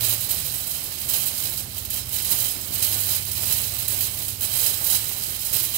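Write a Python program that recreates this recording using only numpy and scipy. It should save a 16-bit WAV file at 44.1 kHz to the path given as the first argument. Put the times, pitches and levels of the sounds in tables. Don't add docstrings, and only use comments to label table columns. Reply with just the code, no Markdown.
import sys
import numpy as np
from scipy import signal
from scipy.fft import rfft, irfft, next_fast_len
from scipy.io import wavfile
from scipy.ndimage import uniform_filter1d

SR = 44100
rng = np.random.default_rng(int(sys.argv[2]) if len(sys.argv) > 2 else 0)


def amplitude_ratio(level_db):
    exponent = np.asarray(level_db, float) / 20
    return 10 ** exponent


def dump_mix(stems):
    frames = np.atleast_2d(stems).T
    limited = np.clip(frames, -1, 1)
    pcm = np.round(limited * 32767).astype(np.int16)
    wavfile.write(sys.argv[1], SR, pcm)


N = 254456


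def curves(rows):
    s, *columns = np.transpose(rows)
    return [np.interp(np.arange(N) / SR, s, column) for column in columns]


def on_log(points, hz):
    point_hz, value = np.transpose(points)
    return np.interp(np.log(hz + 1), np.log(point_hz), value)


def unit(x):
    return x / np.sqrt(np.mean(x ** 2))


def convolve(x, response):
    size = next_fast_len(x.shape[-1] + response.shape[-1])
    return irfft(rfft(x, size) * rfft(response, size), size)[..., :x.shape[-1]]


def colour(x, points, size=2048):
    hz = np.arange(size // 2 + 1) * SR / size
    cepstrum = irfft(np.log(amplitude_ratio(on_log(points, hz))), size)
    cepstrum[1:size // 2] *= 2
    cepstrum[size // 2 + 1:] = 0
    return convolve(x, irfft(np.exp(rfft(cepstrum)), size))


def walk(rate, count=1):
    hold = int(SR / rate)
    levels = np.repeat(rng.standard_normal((count, N // hold + 1)), hold, axis=1)
    return uniform_filter1d(levels, hold, axis=1)[:, :N]


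def pair(likeness_hz):
    common, left, right = rng.standard_normal((3, N))
    low = signal.lfilter(*signal.butter(2, likeness_hz, fs=SR), common)
    own = signal.lfilter(*signal.butter(1, likeness_hz, "high", fs=SR), [left, right])
    ground_lag = 5
    return own + [np.roll(low, ground_lag), low]


def far_traffic():
    # f/Hz, level/dB per Hz
    hum = [(12, -57), (20, -18), (67, -1.5), (97, -3.5), (120, 2.5), (162, -8.5), (285, -9.5), (344, -14.5),
           (400, -14), (520, -57), (880, -120)]
    level_db = -43.5
    swell = amplitude_ratio(0.97 * walk(1.583))
    return unit(colour(pair(240) * swell, hum, size=16384)) * amplitude_ratio(level_db)


def engine(count=16):
    # t/s, cycle f/Hz, level/dB, load as firing line over the other lines/dB
    idle = [(0, 18.7, -41, 7), (.15, 17.8, -46.5, 9), (.4, 16.3, -37.5, -11), (.7, 15, -49, -6),
            (.95, 15.4, -48, -5), (1.3, 16, -44, -12), (1.65, 16.4, -40, -3.5), (2.3, 14.9, -45, -1),
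            (2.6, 13.5, -44, -4), (2.8, 15.6, -41, 0.5), (3, 16.6, -41.5, 2.5), (3.4, 17.1, -37, -3),
            (3.9, 16.5, -41.5, 0.5), (4.6, 16.5, -44, -1), (4.9, 17.2, -42, -3.5), (5.15, 18.9, -46, 1),
            (5.35, 19.8, -43.5, -9), (5.77, 17.3, -44.5, 1)]
    # f/Hz, level/dB
    exhaust = [(35, -31), (50, -21), (62, -2), (82, -3.5), (100, 3.5), (118, -6.5), (135, -11), (165, -16),
               (230, -16.5), (270, -29)]
    cylinders, port_lag = 6, 13
    hz, db, firing_db = curves(idle)
    turn = 2 * np.pi * np.cumsum(hz) / SR
    order = np.arange(1, count + 1)[:, None]
    start = 2.14 * rng.standard_normal(order.shape)
    waver, drift = walk(3.3, count=count), walk(6, count=count)
    line_level = amplitude_ratio(on_log(exhaust, order * hz) + 2.6 * waver)
    lines = line_level * np.sin(order * turn + start + 0.62 * drift)
    uneven = unit(np.sum(np.delete(lines, cylinders - 1, axis=0), axis=0))
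    firing = amplitude_ratio(firing_db + 4.5) * np.sin(cylinders * turn + 0.74 * drift[cylinders - 1])
    tone = amplitude_ratio(db - 0.2) * (uneven + firing)
    return np.array([np.roll(tone, port_lag), tone])


def bright_ticks():
    # t/s, peak level/dB
    tick_rows = [
        (0.2049, -17),
        (1.8508, -25),
        (1.9021, -17),
        (2.1246, -11),
        (2.7061, -21),
    ]
    out, t = np.zeros(N), np.arange(1024) / SR
    for (s, db), noise in zip(tick_rows, rng.standard_normal((len(tick_rows), 1024))):
        first = int(s * SR)
        bright = np.diff(noise, prepend=0)
        out[first:first + 1024] += amplitude_ratio(db - 18) * bright * np.exp(-t / 0.0023)
    return out


def finger_taps():
    # t/s, peak level/dB, f/Hz
    taps = [
        (2.559, -32, 250.3),
        (2.5695, -27, 252),
        (2.706, -27, 269.3),
        (2.7235, -29, 240),
        (2.773, -34, 350),
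    ]
    out, t = np.zeros((2, N)), np.arange(N) / SR
    for s, db, hz in taps:
        age = np.maximum(t - s, 0)
        out[0] -= amplitude_ratio(db) * np.sin(2 * np.pi * hz * age) * np.exp(-(age / 0.0036) ** 4)
    return out


def shaking():
    # t/s, level/dB
    grain = [(0, -31.5), (.9, -33.5), (1.5, -30.5), (1.69, -38.5), (2.1, -36), (2.33, -23.5), (2.58, -34.5),
             (2.7, -34), (2.85, -25), (3.15, -28), (3.24, -34), (3.54, -25), (3.77, -32), (4.28, -31.5),
             (4.38, -39), (4.57, -23), (4.78, -29), (5.4, -31.5)]
    # start t/s, length/s, level/dB
    patches = [(0, 0.14, -25.5), (0.199, 0.015, -28.5), (0.28, 0.11, -29), (0.441, 0.046, -32),
               (0.541, 0.07, -31.5), (0.702, 0.058, -34.5), (1.082, 0.15, -27), (1.25, 0.028, -28),
               (1.399, 0.06, -28), (1.57, 0.024, -33), (1.74, 0.062, -36), (1.901, 0.085, -29.5),
               (2.126, 0.059, -28.5), (2.4, 0.089, -28.5), (2.52, 0.032, -39), (2.72, 0.061, -29),
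               (2.815, 0.035, -24), (3.078, 0.083, -26.5), (3.412, .1, -29.5), (3.782, 0.031, -26.5),
               (3.874, .2, -29), (4.415, 0.032, -24), (4.597, 0.092, -28.5), (4.838, .05, -26),
               (4.894, 0.063, -21.5), (5.078, 0.036, -30.5), (5.411, 0.049, -30.5), (5.525, 0.07, -23.5),
               (5.62, .03, -28.5), (5.736, .03, -27)]
    rise_s, settle_db_per_s = 0.0041, 453
    t, power = np.arange(N) / SR, amplitude_ratio(2 * curves(grain)[0])
    for s, length, db in patches:
        rise = np.clip((t - s) / rise_s, 0, 1)
        calming_db = settle_db_per_s * np.maximum(t - s - length, 0)
        power = power + rise * amplitude_ratio(2 * (db - calming_db))
    return 10 * np.log10(power)


def wheels(shake_db):
    # f/Hz, level/dB per Hz
    rumble = [(82, -31.5), (140, -4), (280, -13), (336, -6.5), (438, -9.5), (687, -7), (938, -11),
              (1920, -10.5), (2200, -8), (2860, -24.5), (4840, -120)]
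    frame_db = uniform_filter1d(shake_db, size=SR // 14)
    roll_db = -48 + 0.6153 * (frame_db + 29)
    grit = amplitude_ratio(1.6 * walk(40) + 0.4 * walk(12))
    return unit(colour(pair(1020) * grit, rumble)) * amplitude_ratio(roll_db + 6)


def jolts(shake_db, count=90):
    # t/s, peak level/dB, low wires minus peak/dB
    hardest = [(0.042, -8, -10), (0.2049, -18, -4), (0.3118, -10, -12.5), (0.5385, -14, -12),
               (0.7121, -19, -6), (1.0895, -9, -11), (1.1364, -6.5, -10), (1.2608, -12, -18),
               (1.7794, -17.5, -2), (1.85, -20, -4), (1.9018, -16, -15), (2.1246, -18, -20),
               (2.3114, -2, -19), (2.3998, -9, -18), (2.4572, -17, -19), (2.7061, -33, -15),
               (2.8253, -8.5, -8.5), (2.9248, -11.5, -8), (3.315, -19, -1), (3.5225, -4, -16),
               (3.8799, -5.5, -16), (4.0068, -8, -15), (4.2821, -13.5, -8), (4.4082, -13, -9),
               (4.6634, -3.5, -16), (4.8409, -9, -20), (4.9048, -16, -15), (5.5283, -13, -13),
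               (5.6294, -7.5, -14), (5.7436, -16, -10)]
    when, luck = rng.random(count), rng.standard_normal((count, 2))
    top_db = -26.5
    local_db = np.minimum(shake_db[(when * N).astype(int)], top_db)
    db = local_db + 27 - 19.5 + 3 * luck[:, 0]
    low_rel_db = -13.5 + 4 * luck[:, 1]
    return [*hardest, *zip(when * N / SR, db, low_rel_db)]


def part_ring(size=8192):
    # f/Hz, level/dB per Hz
    mesh = [(500, -26), (900, -30), (1900, -13.5), (2700, -5.5), (3400, -3.5), (4000, -1), (5100, 0),
            (5500, -3), (7400, -0.5), (8200, 2.5), (10500, 4), (13000, 4.5), (15000, 0.5), (16500, 0.5)]
    # f/Hz, t60/s
    mesh_t60 = [(1000, 0.17), (2500, 0.35), (5000, 0.15), (9000, 0.21), (14000, 0.058)]
    # f/Hz, level/dB, t60/s
    wires = [(2260, -44, 0.033), (2536, -35, 0.093), (2880, -28.5, 0.08), (3064, -25.5, 0.035),
             (3152, -24, 0.13), (3927, -27.5, 0.06), (4087, -27.5, 0.13), (5220, -27, 0.24),
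             (6475, -23, 0.13), (7100, -22.5, 0.031), (7730, -19, 0.1), (8180, -24, 0.054),
             (8140, -22, 0.07), (8880, -42, 0.13), (9350, -22, 0.14), (11900, -24, 0.13),
             (12380, -18.5, 0.091), (13600, -31, 0.069), (14680, -27, .12), (14860, -18.5, 0.18)]
    t, hz = np.arange(size) / SR, np.fft.rfftfreq(size, 1 / SR)
    noise, ring = rfft(rng.standard_normal((2, size))), 0
    for k, (_, t60) in enumerate(mesh_t60):
        share = on_log([(f, float(j == k)) for j, (f, _) in enumerate(mesh_t60)], hz)
        fade = amplitude_ratio(4.5 * rng.standard_normal() - 60 * t / t60) / np.sqrt(t60)
        ring = ring + irfft(noise * share, size) * fade
    ring = ring * (1 + 0.95 * np.exp(-t / 0.0029))
    ring = colour(ring, mesh)
    ring = ring / np.sqrt(np.sum(ring ** 2, axis=1, keepdims=True))
    for f, db, t60 in wires:
        strike, detune, turn = rng.standard_normal(3)
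        port_phase = np.array([[3.7 * turn], [0]])
        phase = 2 * np.pi * f * (1 + 0.0042 * detune) * t + port_phase
        fade = amplitude_ratio(db + 3.5 * strike - 60 * t / t60) / np.sqrt(t60 * SR / 28)
        ring = ring + fade * np.sin(phase)
    return ring


def basket(shake_db, count=12, split_hz=6500):
    rate = 1000 / SR / count
    knocking = rng.random((count, N)) < rate
    sizes = knocking * amplitude_ratio(2.5 * np.minimum(rng.exponential(size=(count, N)), 2.8))
    small = unit(sizes) / np.sqrt(count) * amplitude_ratio(shake_db + 6.5)
    low_db = -4.5 - 0.165 * (shake_db + 30)
    high, low = small.copy(), small * amplitude_ratio(low_db + 6)
    knocks = jolts(shake_db)
    for (s, db, rel_db), chance in zip(knocks, rng.random((len(knocks), 2, 4))):
        parts = (chance[0] * count).astype(int)
        delay = 0.008 * (np.cumsum(chance[1]) - chance[1, 0])
        at = np.minimum((s + delay) * SR, N - 1).astype(int)
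        later_db = 0.27 * (db - 2.5) * np.arange(4)
        high[parts, at] += amplitude_ratio(0.48 * db + 11.5 + later_db)
        low[parts, at] += amplitude_ratio(1.22 * db + rel_db + 28.5 + later_db)
    rings = np.array([part_ring() for _ in range(count)])
    under = signal.sosfiltfilt(signal.butter(4, split_hz, fs=SR, output="sos"), rings)
    strikes, responses = [*high, *low], [*(rings - under), *under]
    size = next_fast_len(N + rings.shape[-1])
    heard = sum(rfft(x, size) * rfft(h, size) for x, h in zip(strikes, responses))
    return irfft(heard, size)[:, :N]


def scene():
    # f/Hz, level/dB
    shade = [(50, -5.5), (200, -7.5), (700, -8), (1400, -7), (2500, -10), (4000, -16.5), (5600, -20.5),
             (7500, -30.5), (8400, -34), (8900, -18), (9400, -9), (12000, -14), (13800, -9.5), (15600, -8)]
    shake_db = shaking()
    cart = basket(shake_db) + wheels(shake_db)
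    left, right = cart + bright_ticks() + engine() + far_traffic()
    return np.array([colour(left, shade), right]) + finger_taps()


def top_cut(x):
    return signal.sosfilt(signal.butter(12, 17090, fs=SR, output="sos"), x)


def record(dry):
    mix = signal.sosfilt(signal.ellip(14, 0.2, 80, 15750, fs=SR, output="sos"), dry)
    return top_cut(mix)


dry = scene()
out = record(dry)
dump_mix(out)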